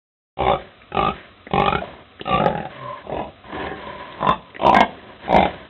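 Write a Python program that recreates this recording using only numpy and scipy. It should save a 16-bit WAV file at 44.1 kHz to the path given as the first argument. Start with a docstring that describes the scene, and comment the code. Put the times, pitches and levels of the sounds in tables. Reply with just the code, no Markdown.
"""In a low-walled straw pen, after a moment of silence, a dull microphone opens close to young pigs rooting.
Over the shed's soft noise and faint straw crackles come grunts: slow, uneven rattles of throat flaps, about
50 a second, ringing in chest, throat and long snout, with short reflections from the walls and roof.
Between grunts air rushes through the snouts and lips smack; later nostrils whistle hoarsely and a throat hums.
The loudest flaps overload the microphone slightly."""
import sys
import numpy as np
from scipy import signal
from scipy.fft import rfft, irfft
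from scipy.io import wavfile
from scipy.ndimage import uniform_filter1d, minimum_filter1d

SR = 44100
rng = np.random.default_rng(int(sys.argv[2]) if len(sys.argv) > 2 else 0)


def persist_wave(psi):
    """Save psi, clipped to +-1, as 16-bit WAV."""
    counts = np.round(np.clip(psi, -1, 1) * 32767).astype(np.int16)
    wavfile.write(sys.argv[1], SR, np.atleast_2d(counts).T)


N = 250929
RASP_FROM_HZ = 1200  # resonances from here up carry the rasp of a grunt and the hiss of a snuffle
TISSUE_WIDTH_HZ = 60  # soft tissue damps every resonance to at least this width


def amp(db):
    """Decibels to gain."""
    return 10 ** (np.asarray(db) / 20)


def evened(x):
    """Scales to rms 1."""
    return x / np.sqrt(np.mean(x ** 2) + 1e-20)


def read(points, hz):
    """Reads a table on a log-frequency axis."""
    f, value = np.transpose(points)
    return np.interp(np.log(hz + 1), np.log(f + 1), value)


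def add(mix, s, sound):
    """Mixes a sound in at time s."""
    part = mix[max(round(s * SR), 0):][:len(sound)]
    part += sound[:len(part)]


def lowpass(x, hz):
    """Steep low-pass."""
    taps = signal.firwin(301, hz, window=("kaiser", 8), fs=SR)
    return signal.oaconvolve(x, taps, "same")


def ring(x, modes, size=4096):
    """Passes x through a set of steep resonances, as a causal minimum-phase filter."""
    hz = abs(np.fft.fftfreq(size, 1 / SR))
    power = 0
    for f, width, db in modes:
        offset = 2.16 * (hz - f) / max(width, TISSUE_WIDTH_HZ)
        power = power + amp(db) ** 2 / (1 + offset ** 2) ** 2
    log_gain = np.log(power + 1e-10) / 2
    taps = np.fft.ifft(np.exp(np.conj(signal.hilbert(log_gain)))).real
    return signal.oaconvolve(x, taps)[:len(x)]


def resonate(x, hz, width):
    """A steep resonance that follows the curve hz: shift it to zero, smooth twice, shift back."""
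    turn = np.exp(2j * np.pi * np.cumsum(hz * np.ones(len(x))) / SR)
    r = np.exp(-np.pi * width / SR)
    smooth = signal.lfilter([(1 - r) ** 2], [1, -2 * r, r * r], x / turn)
    return 2 * (turn * smooth).real


def puffs(clicks, decay_s, rise_s=0.00027):
    """A burst of turbulent air swells and fades after every click, about as strong whatever its decay."""
    fall, rise = np.exp(-1 / (decay_s * SR)), np.exp(-1 / (rise_s * SR))
    opening = signal.lfilter([np.sqrt(1 - fall ** 2)], [1, -fall], clicks)
    return signal.lfilter([1 - rise], [1, -rise], opening) * rng.standard_normal(len(clicks))


def swell(length, peak_share, depth_db):
    """Level in dB that climbs to 0 at a share of the length and falls back."""
    peak = np.clip(peak_share, .01, .99)
    return np.interp(np.linspace(0, 1, int(length * SR)), [0, peak, 1], [-depth_db, 0, -depth_db])


def arch(first, middle, last, u):
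    """A smooth bend through three values as u runs from 0 to 1."""
    bend = middle - (first + last) / 2
    return first + (last - first) * u + bend * 4 * u * (1 - u)


# spectral shape of the shed's noise: (f/Hz, relative level per Hz/dB)
PEN_AIR = [(15, -36), (25, -9), (97, -6), (146, -17.5), (218, -9.5), (341, -15), (763, -12), (831, -25.5),
           (1240, -11), (1440, -19.5), (4000, -20.5), (5200, -51), (8800, -120)]
PEN_AIR_DB = -49


def background(straw_db=-60, crackles_per_s=45):
    """Soft noise of the shed, and faint crackles of trodden straw: short noise bursts at random moments."""
    air = irfft(rfft(rng.standard_normal(N)) * amp(read(PEN_AIR, np.fft.rfftfreq(N, 1 / SR))), N)
    sizes = amp(2.1 * np.minimum(rng.exponential(1, N), 4))
    snaps = (rng.random(N) < crackles_per_s / SR) * sizes
    straw = ring(puffs(snaps, decay_s=0.0035), [(1900, 1200, 0), (3500, 4800, 0)])
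    return amp(PEN_AIR_DB) * evened(air) + amp(straw_db) * evened(straw)


# single flaps that crack out above the rattle: (t/s, extra level/dB)
HARD_FLAPS = [(.498, 0.5), (1.066, 0.5), (1.681, 7.5), (1.727, 6.5), (1.752, 5.5), (2.458, 9), (4.291, 4.5),
              (4.808, 4), (5.427, 1.5)]


def flaps(t, rate, end, jitter_s=.0004, uneven_db=1.9):
    """Times and extra dB of the moments when the throat tissue slaps shut, a little uneven in both."""
    turns = np.cumsum(rate) / SR
    due = np.interp(np.arange(np.interp(end, t, turns)), turns, t)
    late, size = rng.standard_normal((2, 40))[:, :len(due)]
    hard_db = sum(db * (abs(due - s) < .009) for s, db in HARD_FLAPS)
    return zip(due + jitter_s * late, uneven_db * size + hard_db)


def wobbled(modes, detune=0.01, uneven_db=2.5):
    """Tongue and snout never hold still: each flap meets slightly different resonances."""
    shifts = rng.standard_normal((len(modes), 2))
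    return [(f * (1 + detune * a), width, db + uneven_db * b)
            for (f, width, db), (a, b) in zip(modes, shifts)]


def spread(clicks, hz=900, pole=0.959):
    """An all-pass smears each slap over a millisecond or two, as early reflections off the floor would, so it
    builds up gently."""
    poles = [1, -2 * pole * np.cos(2 * np.pi * hz / SR), pole * pole]
    return signal.lfilter(poles[::-1], poles, clicks)


ONSET_DB, ENDING_DB = -15, -15  # effort at the first and last moment of a grunt, re its hold


def slackening(t, length, attack_s, release_s):
    """Attack, hold and release of a grunt's effort, in dB re the hold."""
    rising = 1 - t / attack_s if t < attack_s else 0
    falling = max(1 - (length - t) / release_s, 0)
    return ONSET_DB * rising + ENDING_DB * falling


SNOUT_SAG = 0.094  # share by which the snout resonance dips in mid-grunt
RASP_KEEPS = .25  # share of lost effort that the rasp does not follow: weak flaps are raspier
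# resonances held during each grunt, from throat and nose and from a close reflection off floor or wall; # each
# flap wobbles around them: (f/Hz, width/Hz, relative level/dB)
THROAT_1 = [(147, 204, -10), (379, 81, -6.5), (565, 106, -4.5), (686, 43, -7.5), (784, 95, -1),
            (1770, 280, -26), (2280, 340, -20), (2900, 370, -23.5), (3400, 50, -34), (3510, 270, -21)]
THROAT_2 = [(174, 104, -10.5), (378, 94, -10), (594, 340, -15), (796, 104, -7), (1810, 410, -29),
            (2210, 110, -21.5), (2534, 270, -18), (2940, 440, -24), (3560, 740, -28.5)]
THROAT_3 = [(169.4, 110, 1), (393, 100, 0.5), (578, 140, -2.5), (803, 106, 4), (1827, 180, -21.5),
            (2210, 140, -16), (2486, 155, -13.5), (2880, 220, -22.5), (3450, 960, -25.5)]
THROAT_4 = [(162, 130, -5.5), (392, 340, -12.5), (547, 97, -4), (767, 106, -2), (1845, 170, -20),
            (2140, 150, -22), (2430, 320, -16.5), (2805, 190, -15), (3610, 540, -21.5)]
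THROAT_4_END = [(176, 90, -6.5), (386, 140, -11.5), (562, 160, -7.5), (753, 115, -7.5), (830, 54, -4.5),
                (1664, 650, -17), (2250, 170, -35), (2560, 590, -25.5), (2920, 50, -22.5),
                (3380, 1100, -31)]
THROAT_5 = [(149, 58, -1), (214, 43, -5), (351, 280, -4), (616, 200, 1), (785, 29, 1.5), (1710, 16, -23),
            (2030, 449, -23.5), (2560, 182, -23.5), (2820, 160, -23), (3480, 540, -29)]
THROAT_6 = [(162, 135, -6), (305, 37, -2), (393, 99, -4), (554, 162, -15), (766, 39, -4), (1694, 250, 6),
            (2040, 43, -8), (2130, 150, -2), (2550, 250, -7), (3160, 760, -9.5)]
THROAT_7 = [(183, 104, -5), (530, 36, -17.5), (746, 720, -6.5), (806, 20, -17), (876, 34, 1.5),
            (1700, 570, -20.5), (2630, 150, -26), (2770, 61, -25.5), (3150, 89, -27), (3490, 290, -24)]
THROAT_8 = [(214, 180, -10.5), (360, 55, -6), (659, 194, -1.5), (780, 53, -1), (1514, 1100, -29),
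            (2590, 1250, -20), (2890, 71, -20.5), (3000, 300, -23.5), (3570, 300, -22)]
THROAT_8_END = [(229, 90, -1.5), (625, 610, -6.5), (720, 104, 4.5), (870, 180, 1), (1607, 95, -7.5),
                (1855, 170, -10), (2162, 95, -6.5), (2860, 96, -30), (3110, 1100, -23.5)]
THROAT_9 = [(183, 45, -2), (405, 670, -8), (635, 146, -2), (760, 160, 3), (813, 65, 4.5),
            (1550, 1600, -21.5), (2097, 50, -12), (2294, 190, -15), (3190, 1100, -28), (3580, 570, -24.5)]
# One row a grunt, two where the mouth changes shape midway.
# Snout and rasp each peak at some share of the length and fall away on both sides.
# (t/s, length/s, first, middle and last flap rate f/Hz, effort level/dB, attack/s, release/s,
#  snout start f/Hz, snout end f/Hz, snout width/Hz, snout level/dB, snout peak share 0-1, snout fall/dB per s,
#  rasp level/dB, rasp peak share 0-1, rasp fall/dB per s, airiness as gain, chest level/dB, throat table)
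GRUNTS = [ (0.372, .2, 61.3, 62.85, 37.3, -20.5, 0.033, 0.026, 1055, 1280, 192, -4.5, 0.99, 37, -10.5, 0.52, 75, 0.74, -19, THROAT_1),
          (0.919, .192, 32.73, 52.98, 49.5, -20, 0.059, 0.035, 1320, 1295, 98, 3, 0.74, 88, -9, 0.61, 35.5, 0.67, -10.5, THROAT_2),
          (1.51, 0.31, 38.2, 48.65, 14.9, -18.5, 0.026, 0.24, 1065, 1557, 150, 0, 0.63, 59, -8, 0.49, 38.5, 0.51, -11, THROAT_3),
          (2.254, 0.15, 43.7, 61.9, 37.8, -22.5, 0.025, .005, 1285, 1282, 60, -1, 0.32, 30, -7.5, 0.52, 33, 0.76, -15, THROAT_4),
          (2.4, 0.27, 54.77, 41.23, 40.3, -15.5, 0, 0.35, 1310, 1530, 122, -8.5, 0.05, 96, -13, 0.67, 27, 0.72, -17.5, THROAT_4_END),
          (3.041, .245, 32.88, 43.05, 30, -27, 0.046, 0.093, 1060, 1024, 130, -4.5, 0.63, 94, -15, 0.64, 42, 1.9, -13.5, THROAT_5),
          (3.498, 0.26, 38.54, 42.74, 36.7, -33, 0.00058, 0.028, 1075, 1160, 136, -3, 0.07, 38, -4, 0.52, 28, 3.1, -9, THROAT_6),
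          (4.191, .15, 63.8, 46.75, 69.9, -21.5, 0.034, .005, 1038, 1193, 101, 4.5, 0.58, 129, -6.5, 0.78, 100.5, 0.85, -20.5, THROAT_7),
          (4.594, 0.14, 36.27, 68.73, 42, -15.5, 0.047, .005, 1065, 1027, 158, 2, 0.59, 129, -14, 0, 23.5, .9, -28, THROAT_8),
          (4.744, 0.11, 45, 48.3, 22, -14, 0, 0.053, 1046, 1130, 94, -5, 0, 70, -6, 0.1, 70, 0.6, -25.5, THROAT_8_END),
          (5.279, .2, 68.16, 48.86, 32.5, -11, 0.053, 0.11, 973, 1030, 85, -6.5, 0.26, 91, -9, 1, 39.5, .8, -20, THROAT_9),
          ]


def grunt(row, rasp_slap=0.26, rasp_air=1.0, rasp_decay_s=0.0049, air_decay_s=0.014, size=4096):
    """Every flap and its puff ring the chest, low throat, gliding snout and rasping upper resonances."""
    start, length, *rates, hold_db, attack_s, release_s = row[:8]
    first_hz, last_hz, snout_width, snout_top_db, snout_peak, snout_fall = row[8:14]
    rasp_top_db, rasp_peak, rasp_fall, airiness, chest_db, throat = row[14:]
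    t = np.arange(0, length, 1 / SR)
    low_modes = [m for m in throat if m[0] < RASP_FROM_HZ]
    high_modes = [m for m in throat if m[0] >= RASP_FROM_HZ]
    mid_hz = (1 - SNOUT_SAG) * (first_hz + last_hz) / 2
    leak_s = air_decay_s * np.sqrt(1 + airiness)  # a slack, airy throat leaks for longer
    click = signal.unit_impulse(size)
    slap = spread(click)
    out = np.zeros(len(t) + size)
    for s, extra_db in flaps(start + t, arch(*rates, t / length), start + length):
        u = np.clip((s - start) / length, 0, 1)
        rate = arch(*rates, u)
        slack_db = slackening(u * length, length, attack_s, release_s)
        snout_hz = arch(first_hz, mid_hz, last_hz, u)
        snout_db = snout_top_db - snout_fall * length * abs(u - snout_peak)
        rasp_db = rasp_top_db - rasp_fall * length * abs(u - rasp_peak) - RASP_KEEPS * slack_db
        air = airiness * puffs(click, leak_s)
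        splutter = rasp_slap * slap + puffs(click, rasp_decay_s) + rasp_air * air  # wet tissue closes raggedly
        low_throat = evened(ring(slap + air, wobbled(low_modes, detune=0.014, uneven_db=1.0)))
        chest = evened(ring(slap + air, [(80.5, TISSUE_WIDTH_HZ, 0)]))
        snout = evened(ring(slap + air, [(snout_hz, snout_width, 0)]))
        rasp = evened(ring(splutter, wobbled(high_modes)))
        flap = low_throat + amp(chest_db) * chest + amp(snout_db) * snout + amp(rasp_db) * rasp
        # effort is the level averaged over one cycle
        per_cycle = np.sqrt(SR / rate / size)
        add(out, s - start, amp(hold_db + slack_db + extra_db) * per_cycle * flap)
    return start, out


# how long the pen's reflections take to die by 60 dB: (f/Hz, t60/s)
PEN_T60 = [(100, 0.39), (500, 0.4), (1200, 0.14), (4000, 0.37)]


def pen(x, first_s=0.0047):
    """Reflections from the walls and roof: sparse taps, each band dying at its own speed."""
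    sparse = (rng.random(SR) < 2500 / SR) * (np.arange(SR) > first_s * SR)
    taps = rng.choice([-1., 1.], SR) * sparse
    hz, t, z = signal.stft(taps, SR, nperseg=256)
    decay = amp(-60 * t / read(PEN_T60, hz)[:, None])
    tail = signal.istft(z * decay, SR, nperseg=256)[1]
    return signal.fftconvolve(x, tail / np.linalg.norm(tail))[:N]


# resonances of the nasal passages: (f/Hz, width/Hz, relative level/dB)
NOSE = [(150, 620, -4), (366, 90, -2.5), (608, 240, -2), (750, 240, -9), (1000, 190, -2.5),
        (1654, 480, -14), (2030, 810, -17.5), (2970, 1500, -24.5), (3150, 1100, -24.5), (4300, 550, -19)]
# air blown through a rooting snout:
# (t/s, length/s, flow level at the start/dB, swell/dB per s, hiss level re flow/dB)
SNUFFLES = [(0.581, 0.19, -41, -115, 0), (1.126, 0.21, -42, -70, 2.5), (1.799, 0.24, -33.5, -56, -7),
            (2.688, .35, -43, -8.5, 0.5), (3.433, 0.25, -43.5, 68, -6.5), (3.741, 0.5, -37.5, -8.5, -2),
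            (4.877, .31, -42, -10, -5), (5.189, 0.088, -47, 141, -1.5), (5.464, .215, -33.5, -55, -4)]


def snuffle(start, length, flow_db, swell_db_per_s, hiss_db, flutter_db=1.5, flutter_per_s=110):
    """Fluttering air flow through the nasal passages, steadily swelling or dying away."""
    t = np.arange(0, length, 1 / SR)
    flutter = evened(uniform_filter1d(rng.standard_normal(len(t)), int(SR / flutter_per_s)))
    air = rng.standard_normal(len(t)) * amp(flutter_db * flutter)
    body = evened(ring(air, [m for m in NOSE if m[0] < RASP_FROM_HZ]))
    hiss = evened(ring(air, [m for m in NOSE if m[0] >= RASP_FROM_HZ]))
    level = amp(flow_db + swell_db_per_s * t) * signal.windows.tukey(len(t), .12)
    return start, level * (body + amp(hiss_db) * hiss)


# lip smacks and snout pops: (t/s, click peak level/dB, hollow pop level re click/dB, ring f/Hz, decay/s)
SMACKS = [(0.817, -37, -14, 2170, 0.0032), (0.921, -29, -26, 1620, 0.0028), (1.468, -27.5, 2, 1870, 0.0065),
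          (2.196, -29, -6, 1750, 0.0057), (2.212, -18.5, -1.5, 3300, 0.0026),
          (3.869, -30.5, 4, 3180, 0.004), (4.125, -30, -27.5, 3680, 0.0022),
          (4.547, -29.5, -1.5, 1940, 0.0031), (4.563, -22.5, -8, 1980, .004)]


def smack(s, peak_db, pop_db, hz, decay_s):
    """A wet click at the lips with a hollow pop from the mouth behind it."""
    t = np.arange(SR // 16) / SR
    burst = rng.standard_normal(len(t)) * np.exp(-t / decay_s)
    click = ring(burst, [(hz, 800, 0)])
    pop = ring(burst, [(340, 370, -0.5), (710, 110, -5.5)])
    return s, amp(peak_db) * (click / abs(click).max() + amp(pop_db) * pop / abs(pop).max())


WHISTLE_SWELL_DB = 21.5  # rise from the ends of a whistle to its peak
# narrowed nostrils whistle hoarsely:
# (t/s, length/s, peak level/dB, peak share 0-1, start f/Hz, end f/Hz)
WHISTLES = [(1.812, 0.037, -23.5, 0.34, 774, 470), (2.69, 0.43, -31, 0.46, 1075, 995),
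            (3.784, 0.93, -35.5, 0, 1005, 1000)]


def whistle(start, length, peak_db, peak_share, first_hz, last_hz, width_hz=110, nasal_hz=585, nasal_db=-5):
    """Air sings in a narrow, sinking nostril resonance and in the longer passage behind it."""
    db = peak_db + swell(length, peak_share, WHISTLE_SWELL_DB)
    air = rng.standard_normal(len(db))
    nostril = evened(resonate(air, np.linspace(first_hz, last_hz, len(db)), width_hz))
    passage = evened(resonate(air, nasal_hz, width_hz / 2))
    return start, amp(db) * (nostril + amp(nasal_db) * passage) * signal.windows.tukey(len(db), .15)


HUM_SWELL_DB = 11.5  # rise from the ends of a hum to its peak
# a soft, closed-mouth hum under one long puff:
# (t/s, length/s, peak level/dB, peak share 0-1, start f/Hz, end f/Hz)
HUMS = [(2.738, .2, -38, .55, 138.3, 118.4)]


def hum(start, length, peak_db, peak_share, first_hz, last_hz, overtone_db=-11):
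    """The throat vibrates gently and evenly: a low, sinking tone with two weak overtones."""
    db = peak_db + swell(length, peak_share, HUM_SWELL_DB)
    phase = 2 * np.pi * np.cumsum(np.linspace(first_hz, last_hz, len(db))) / SR
    tone = np.sin(phase) + amp(overtone_db) * (np.sin(2 * phase) + np.sin(3 * phase))
    return start, amp(db) * evened(tone) * signal.windows.tukey(len(db), .2)


def scene():
    """All the pigs' sounds, the pen's echo and the background."""
    pigs = np.zeros(N)
    for row in GRUNTS:
        add(pigs, *grunt(row))
    for play, table in [(snuffle, SNUFFLES), (smack, SMACKS), (whistle, WHISTLES), (hum, HUMS)]:
        for row in table:
            add(pigs, *play(*row))
    return (pigs + amp(-11.0) * pen(pigs) + background())[None]


START_S = .369  # the microphone is silent until here
MIC_EDGE_HZ, EDGE_HZ = 4000, 9400  # top of the microphone's range, and of its output after distortion


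def record(dry, ceiling=1.1, overload=0.68, knee=14, hold_s=0.0018):
    """A dull microphone opens after silence; a fast limiter holds the loudest flaps, which distort slightly."""
    x = signal.sosfilt(signal.butter(3, 57, "highpass", fs=SR, output="sos"), dry[0])
    opening = np.clip((np.arange(N) / SR - START_S) / 0.0043, 0, 1)
    x = lowpass(x, MIC_EDGE_HZ) * opening
    hold = max(int(hold_s * SR), 1)
    limit = ceiling / np.maximum(abs(x), ceiling)
    x = x * uniform_filter1d(minimum_filter1d(limit, hold), hold)
    x = x / (1 + abs(x / overload) ** knee) ** (1 / knee)  # soft clipping
    return lowpass(x, EDGE_HZ)[None]


dry = scene()
out = record(dry)
persist_wave(out)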